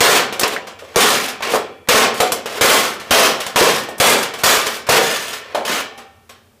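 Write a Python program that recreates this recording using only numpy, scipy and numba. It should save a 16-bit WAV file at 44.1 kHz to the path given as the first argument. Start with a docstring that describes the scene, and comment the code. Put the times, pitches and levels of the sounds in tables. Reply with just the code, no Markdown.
"""Over faint outdoor air, a heavy knife is stabbed nine times through thin roofing sheet on a scrap pile.
Each stab dents the sheet, then punches through: the impact excites its bending modes and the pile thuds.
The metal tears and chatters, the panel buckles, and the blade rubs back out by stick-slip friction.
Knocks, scrapes and clunks follow between the stabs and thin out after the last one, near 5 s.
A nearby phone's limiter flattens each crash, so the ring falls away only once it is below the ceiling."""
import sys
import numpy as np
from scipy import signal
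from scipy.fft import rfft, irfft
from scipy.io import wavfile
from scipy.ndimage import uniform_filter1d, map_coordinates
from numba import njit

SR = 44100
rng = np.random.default_rng(int(sys.argv[2]) if len(sys.argv) > 2 else 0)


def to_wav(s):
    """Save 16-bit WAV."""
    ch = np.atleast_2d(s).T  # columns
    pcm = np.round(np.clip(ch, -1, 1) * 32767)  # PCM
    wavfile.write(sys.argv[1], SR, pcm.astype(np.int16))


N = 291060
SIZE = 49152  # samples in one event
T = np.arange(SIZE) / SR
HZ = np.fft.rfftfreq(SIZE, 1 / SR)


def undb(db):
    """Amplitude ratio of a level in decibels."""
    return 10 ** (np.asarray(db) / 20)


def unit(x):
    """Normalisation to unit energy."""
    return x / np.sqrt(np.sum(x ** 2))


def loudest(x, db):
    """Normalisation of the greatest 10 ms RMS level to db."""
    return x * undb(db) / np.sqrt(uniform_filter1d(x ** 2, size=440, mode="constant").max())


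def fade(t60):
    """Exponential damping: 60 dB in t60 seconds."""
    return np.exp(-np.log(1000) * T / max(t60, 1 / SR))


def colour(hz, points):
    """Spectral envelope: the gain at hz, interpolated from (frequency [Hz], level [dB]) points."""
    f, db = np.transpose(points)
    return undb(np.interp(np.log(hz + 1), np.log(f), db))


def add(out, s, x):
    """Superposition of x on out from time s."""
    start = max(int(s * SR), 0)
    out[start:start + len(x)] += x[:N - start]


# spectrum of the outdoor background: (frequency [Hz], relative density [dB])
AIR_SPECTRUM = [(25, -22), (55, -7), (90, 10), (150, -8.5), (190, -8), (232, 1.5), (300, -10), (410, -4),
                (600, -9), (1400, -17), (4000, -21.5), (15000, -26)]


def outdoor_air(db=-53):
    """Stationary coloured noise: faint, even outdoor air."""
    air = irfft(rfft(rng.standard_normal(N)) * colour(np.fft.rfftfreq(N, 1 / SR), AIR_SPECTRUM), N)
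    return unit(air) * np.sqrt(N) * undb(db)


# prominent modes of the sheet: (frequency [Hz], relative level [dB], decay time t60 [s])
SHEET_MODES = [(231.8, -25, 0.5), (406, -30, 0.27), (427, -18.5, .45), (520, -37, 0.23), (777, -27.5, 1.4),
               (1030, -34, 1.2), (1070, -14.5, 0.39), (1344, -27, 1.3), (1460, -40, 1.8), (1775, -19, 0.53),
               (1820, -32, 1.5), (2330, -28, 1.3), (2650, -46, 0.85), (2790, -46, 0.35), (3130, -26, .7),
               (7440, -30, 0.33), (10150, -32, .12)]


def sheet_modes(count=130, minor_db=-33, minor_t60=0.9):
    """Normal modes: frequencies and damped sinusoids of the prominent modes and many weaker ones."""
    minor_hz = np.exp(rng.uniform(np.log(700), np.log(8000), count))
    modes = SHEET_MODES + [(hz, minor_db, minor_t60 / max(hz / 2800, 1)) for hz in minor_hz]
    tones = [undb(db) * unit(np.sin(2 * np.pi * (hz * T + rng.random())) * fade(t60))
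             for hz, db, t60 in modes]
    return np.array([mode[0] for mode in modes]), np.array(tones)


def excited(force, t60):
    """Energy balance: the amplitude of a resonator that stores each contact's energy and leaks it."""
    retained = np.exp(-2 * np.log(1000) / (max(t60, 1 / SR) * SR))
    return np.sqrt(signal.lfilter([1 - retained], [1, -retained], force ** 2 + 1e-18))


# damping of the sheet's dense modes: (frequency [Hz], decay time t60 [s])
BAND_DECAY = [(60, 0.88), (250, 0.82), (700, 0.53), (1900, 0.46), (4800, 0.36), (9000, 0.21), (15000, 0.17)]


def dense_wash(spectrum, force):
    """Modal overlap: buckling blurs the dense modes into noise, whose high bands die first."""
    centres, t60s = np.transpose(BAND_DECAY)
    wash = 0
    for share, t60 in zip(np.eye(len(centres)), t60s):
        band = np.interp(np.log(HZ + 1), np.log(centres), share)
        wash = wash + irfft(spectrum * band) * excited(force, t60)
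    return wash


def spot_colour(ripple_db=2.0, count=200):
    """Modal coupling: each point of contact favours some groups of modes and starves others."""
    ripple = np.interp(np.sqrt(HZ / HZ[-1]), np.linspace(0, 1, count), rng.standard_normal(count))
    return undb(ripple_db * ripple)


# spectrum of the struck sheet: (frequency [Hz], relative density [dB])
SHEET_SPECTRUM = [(40, -66), (110, -17), (180, -10.5), (232, -5.5), (295, -8.5), (430, 1), (720, -0.5),
                  (840, -5.5), (1100, -1), (1600, -4), (3100, -5), (4200, -8.5), (9000, -14), (15000, -20)]


def sheet(modes, force, db, boom_db, treble_db, crack_db, crack_t60=0.04, pings_db=-2, detune=0.00409):
    """Forced response of a thin plate: a crack at each contact, brief pings, a wash and lasting tones."""
    force = unit(force)
    # a broad, soft contact favours the boom, a sharp edge the treble
    contact = [(35, boom_db - 6), (130, boom_db), (600, boom_db), (1700, 0), (2900, 0), (9000, treble_db)]
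    spectrum = rfft(rng.standard_normal(SIZE)) * colour(HZ, SHEET_SPECTRUM) * spot_colour()
    spectrum = spectrum / np.std(irfft(spectrum)) * colour(HZ, contact)
    wash = dense_wash(spectrum, force)
    # short bending waves radiate at once, before they spread over the sheet
    crack_tilt = colour(HZ, [(120, -4), (400, -2), (1500, -3.5), (6000, -1)])
    crack = irfft(1j * spectrum * crack_tilt) * excited(force, crack_t60)
    pitches, tones = modes
    ring = (rng.standard_normal(len(pitches)) * colour(pitches, contact)) @ tones
    # pressure on the sheet detunes the modes slightly, anew for each event
    ring = map_coordinates(ring, [np.arange(SIZE) * (1 + detune * rng.standard_normal())], order=1)
    # gentle contacts leave the sheet unbuckled, so more of their sound is clean tone
    clean = signal.fftconvolve(force, ring)[:SIZE] * undb(-.16 * (db + 9))
    return loudest(wash + undb(crack_db) * crack + undb(pings_db) * pings(force, contact) + clean, db)


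def pings(force, contact, count=120, samples=8192, ping_t60=0.28, spread_db=2):
    """Local resonance: hard contacts ring small patches and torn tongues, each at its own pitch."""
    out, t = np.zeros(SIZE + samples), T[:samples]
    power = force ** 2
    starts = np.searchsorted(np.cumsum(power), rng.random(count) * np.sum(power))
    pitches = np.exp(rng.uniform(np.log(450), np.log(7000), count))
    strength = np.sqrt(uniform_filter1d(power, size=2000, mode="constant")[starts] + 1e-12)
    shading = colour(pitches, SHEET_SPECTRUM) * colour(pitches, contact) * pitches ** .4
    gains = strength * shading * undb(spread_db * rng.standard_normal(count))
    for start, hz, gain in zip(starts, pitches, gains):
        t60 = ping_t60 * min((1500 / hz) ** .5, 1)
        out[start:start + samples] += gain * np.sin(2 * np.pi * hz * t) * np.exp(-np.log(1000) * t / t60)
    return unit(out[:SIZE])


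def clicks(per_s, spread_db):
    """Poisson impulse train: random metal-on-metal contacts, a few much harder than the rest."""
    hit = rng.random(SIZE) < per_s / SR
    return hit * rng.choice([-1, 1], SIZE) * undb(spread_db * np.minimum(rng.standard_normal(SIZE), 2))


def blow(t60):
    """Impact force: a decaying burst of impulses as the metal gives way."""
    return unit(clicks(per_s=6000, spread_db=7.5) * fade(t60))


# steel dragging over torn edges: (time [s], duration [s], level [dB], boom [dB], treble [dB])
EDGE_SCRAPES = [(0.492, 0.062, -22, 5.5, -0.5), (0.83, 0.16, -39, 0, -6), (1.429, .13, -20, 0.5, -6),
                (1.5, .075, -16, 6.5, 2), (2.139, 0.15, -26.5, -2.5, 3), (2.494, 0.097, -21.5, 2.5, -2.5),
                (2.997, 0.14, -34, 0, -5), (4.374, .05, -27.5, -2, -0.5), (5.412, 0.14, -35, 2, -13.5),
                (5.645, 0.17, -17, -5.5, -1.5)]


def scrapes(out, modes, rise_s=0.0017, fall_s=0.011):
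    """Stick-slip friction: a run of small contacts rings the sheet."""
    for s, length, db, boom_db, treble_db in EDGE_SCRAPES:
        pressure = np.clip(np.minimum(T / rise_s, (length - T) / fall_s), 0, 1)
        force = clicks(per_s=900, spread_db=5) * pressure
        add(out, s, sheet(modes, force, db, boom_db, treble_db, crack_db=2.5))


def snap(db, hz, t60, width, onset_db=3):
    """Snap-through buckling: a piece of sheet flips over and rings in one band of modes around hz."""
    detuning = (HZ / hz - hz / (HZ + 1)) / width
    band = irfft(rfft(rng.standard_normal(SIZE)) / (1 + (detuning / 1.6) ** 2) ** 0.81)
    return loudest(band * (fade(t60) + undb(onset_db) * fade(0.034)), db)


# panels and flaps snapping over: (time [s], level [dB], frequency [Hz], t60 [s], relative width [1])
PANEL_CLUNKS = [(0.434, -14, 4840, .054, 0.26), (0.563, -19.5, 1820, 0.14, 0.2),
                (0.821, -32.5, 495, 0.51, 0.25), (1.406, -25, 800, 0.36, 0.67),
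                (1.537, -11.5, 490, .35, 0.49), (1.556, -13, 1030, .28, 0.42),
                (2.202, -12, 734, 0.24, 0.042), (4.889, -7.5, 666, 0.094, 0.17),
                (5.547, -13.5, 622, 0.7, 0.37), (5.696, -25.5, 270, 0.47, 0.24),
                (5.925, -39.5, 786, .92, 0.01)]


def clunks(out):
    """Elastic instability: panels and torn flaps snap over, each with its own resonance."""
    for s, db, hz, t60, width in PANEL_CLUNKS:
        add(out, s, snap(db, hz, t60, width))


# knocks of blade and sheet: (time [s], level [dB], boom [dB], treble [dB])
SHEET_KNOCKS = [(0.325, -22.5, 2, -1), (0.395, -13.5, -1, 10), (0.411, -15.5, 4, 3), (0.432, -11, 0.5, -6),
                (0.477, -18.5, 17, 12), (0.669, -31, 1, -3), (0.789, -36.5, -4, -3), (1.423, -19, -6, -6.5),
                (2.202, -7, 5.5, 2), (2.320, -12, 6, 8), (2.458, -20.5, 2, -1.5), (2.997, -31, -5, -1),
                (3.403, -21, -5, 1), (3.464, -21, 0, 3.5), (3.887, -24, 15, 4.5), (3.981, -31, -16.5, 18),
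                (4.228, -18, -11, 2.5), (4.337, -25, -.5, -0.5), (4.665, -16, -1.5, 1),
                (4.867, -27, -1, -1), (5.328, -24.5, -7, -0.5), (5.548, -20.5, 1.5, -3),
                (5.976, -35, 3.5, -1), (6.292, -36.5, -1.5, 1)]


def knocks(out, modes, bounce_s_per_db=.0012, low_cut_hz=90):
    """Impacts too light to shake the pile: sharper ones crack more, lighter ones bounce for longer."""
    low_cut = signal.butter(1, low_cut_hz, "high", fs=SR, output="sos")
    for s, db, boom_db, treble_db in SHEET_KNOCKS:
        lightness_db = max(-13.5 - db, 0)
        force = blow(t60=0.025 + bounce_s_per_db * lightness_db)
        crack_db = -1 + 0.6 * treble_db - 0.18 * lightness_db
        tap = sheet(modes, force, db, boom_db, treble_db, crack_db)
        add(out, s, signal.sosfilt(low_cut, tap))


def catching(per_s=40, depth_db=2):
    """Random amplitude modulation: the pressure of an edge that catches and gives way."""
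    steps = rng.standard_normal(256)
    return undb(depth_db * np.interp(T * per_s, np.arange(len(steps)), steps))


def drag(modes, start_s, free_s, db, ramp_s=.02, ease_t60=1.4, snag_db=13.5):
    """Sliding friction: the blade rubs out of the slit with easing pressure, snagging on burrs."""
    pressure = np.clip(np.minimum(T - start_s, free_s - T) / ramp_s, 0, 1) * fade(ease_t60) * catching()
    rubbing = clicks(per_s=700, spread_db=6.5)
    snags = undb(snag_db) * clicks(per_s=25, spread_db=1.5)
    return sheet(modes, (rubbing + snags) * pressure, db, boom_db=-4, treble_db=1.0, crack_db=1.0)


def puncture(modes, db, tear_s, boom_db, treble_db, tear_db=5.5, thud_db=-17.5):
    """Impact and fracture: the point punches through, the tearing metal chatters and the pile thuds."""
    chatter = unit(clicks(per_s=800, spread_db=6) * np.exp(-(T / tear_s) ** 2.2) * catching())
    force = blow(t60=.04) + undb(tear_db) * chatter
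    pile = colour(HZ, [(22, -35), (60, -13), (130, -1), (300, -8.0), (1200, -51)])
    thud = unit(irfft(rfft(rng.standard_normal(SIZE)) * pile)) * np.sqrt(SIZE) * fade(0.12)
    crash = sheet(modes, force, db, boom_db, treble_db, crack_db=-4.0)
    return crash + undb(thud_db) * thud


# knife strokes: (time [s], level [dB], tearing time [s], delay until the blade is free [s],
# drag level [dB], boom [dB], treble [dB], buckling delay [s], buckling level [dB])
KNIFE_STABS = [(0.005, -1.5, .13, 0.18, -9, 0, 1, 0.068, -14),
               (0.959, -3.5, 0.14, 0.37, -15.5, -0.5, 1.5, 0.0044, -2),
               (1.887, -1, 0.099, 0.2, -22.5, 1, 1, 0.059, -9.5),
               (2.610, -3, 0.16, 0.34, -19, 1.5, 2.5, 0.036, -7.5),
               (3.108, -3, 0.14, 0.36, -24.5, 1, 1.5, 0.053, -13.5),
               (3.559, -0.5, 0.099, 0.29, -17, 2, 1, .052, -2),
               (4.000, -3, .145, 0.15, -29.5, 1.5, 2.5, 0.086, -21),
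               (4.435, -3.5, 0.1, .37, -15.5, -1, 4, 0.0099, -25),
               (4.890, -5, 0.12, 0.51, -16.5, 3, 2, 0.093, -12)]


def stabs(out, modes, dent_lead_s=0.013):
    """Point loading to failure: the sheet dents, is pierced and buckles hollowly; the blade drags out."""
    for s, db, tear_s, free_s, drag_db, boom_db, treble_db, buckle_s, buckle_db in KNIFE_STABS:
        add(out, s - dent_lead_s, snap(db=-33, hz=550, t60=0.3, width=1.4))
        add(out, s, puncture(modes, db, tear_s, boom_db, treble_db))
        add(out, s, drag(modes, tear_s, free_s, drag_db))
        add(out, s + buckle_s, snap(buckle_db, hz=471, t60=0.26, width=0.17))


def scene():
    """Superposition at one microphone: the outdoor air and all contacts on the one sheet."""
    out, modes = outdoor_air(), sheet_modes()
    stabs(out, modes)
    knocks(out, modes)
    clunks(out)
    scrapes(out, modes)
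    return np.array([out, out])


@njit
def follow(x, attack, release):
    """Envelope detection: rectification, then smoothing with separate rates of rise and fall."""
    out, level = np.empty(len(x)), 0.
    for i in range(len(x)):
        level += (abs(x[i]) - level) * (attack if abs(x[i]) > level else release)
        out[i] = level
    return out


def record(dry, ceiling_db=-2.5, attack_s=0.00025, release_s=0.04, low_cut_hz=42, top_hz=15300):
    """Band and peak limiting: the phone drops both ends of the spectrum and holds the crashes down."""
    heard = signal.sosfilt(signal.butter(2, low_cut_hz, "high", fs=SR, output="sos"), dry)
    envelope = follow(heard[0], min(1 / (attack_s * SR), 1), 1 / (release_s * SR))
    ahead = np.interp(np.arange(N) + 0.002 * SR, np.arange(N), envelope)  # 2 ms look-ahead
    held = heard / np.maximum(ahead / undb(ceiling_db), 1)
    rounded = 1.1 * np.tanh(held / 1.1)
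    return signal.sosfilt(signal.ellip(10, .2, 70, top_hz, fs=SR, output="sos"), rounded)


dry = scene()
out = record(dry)
to_wav(out)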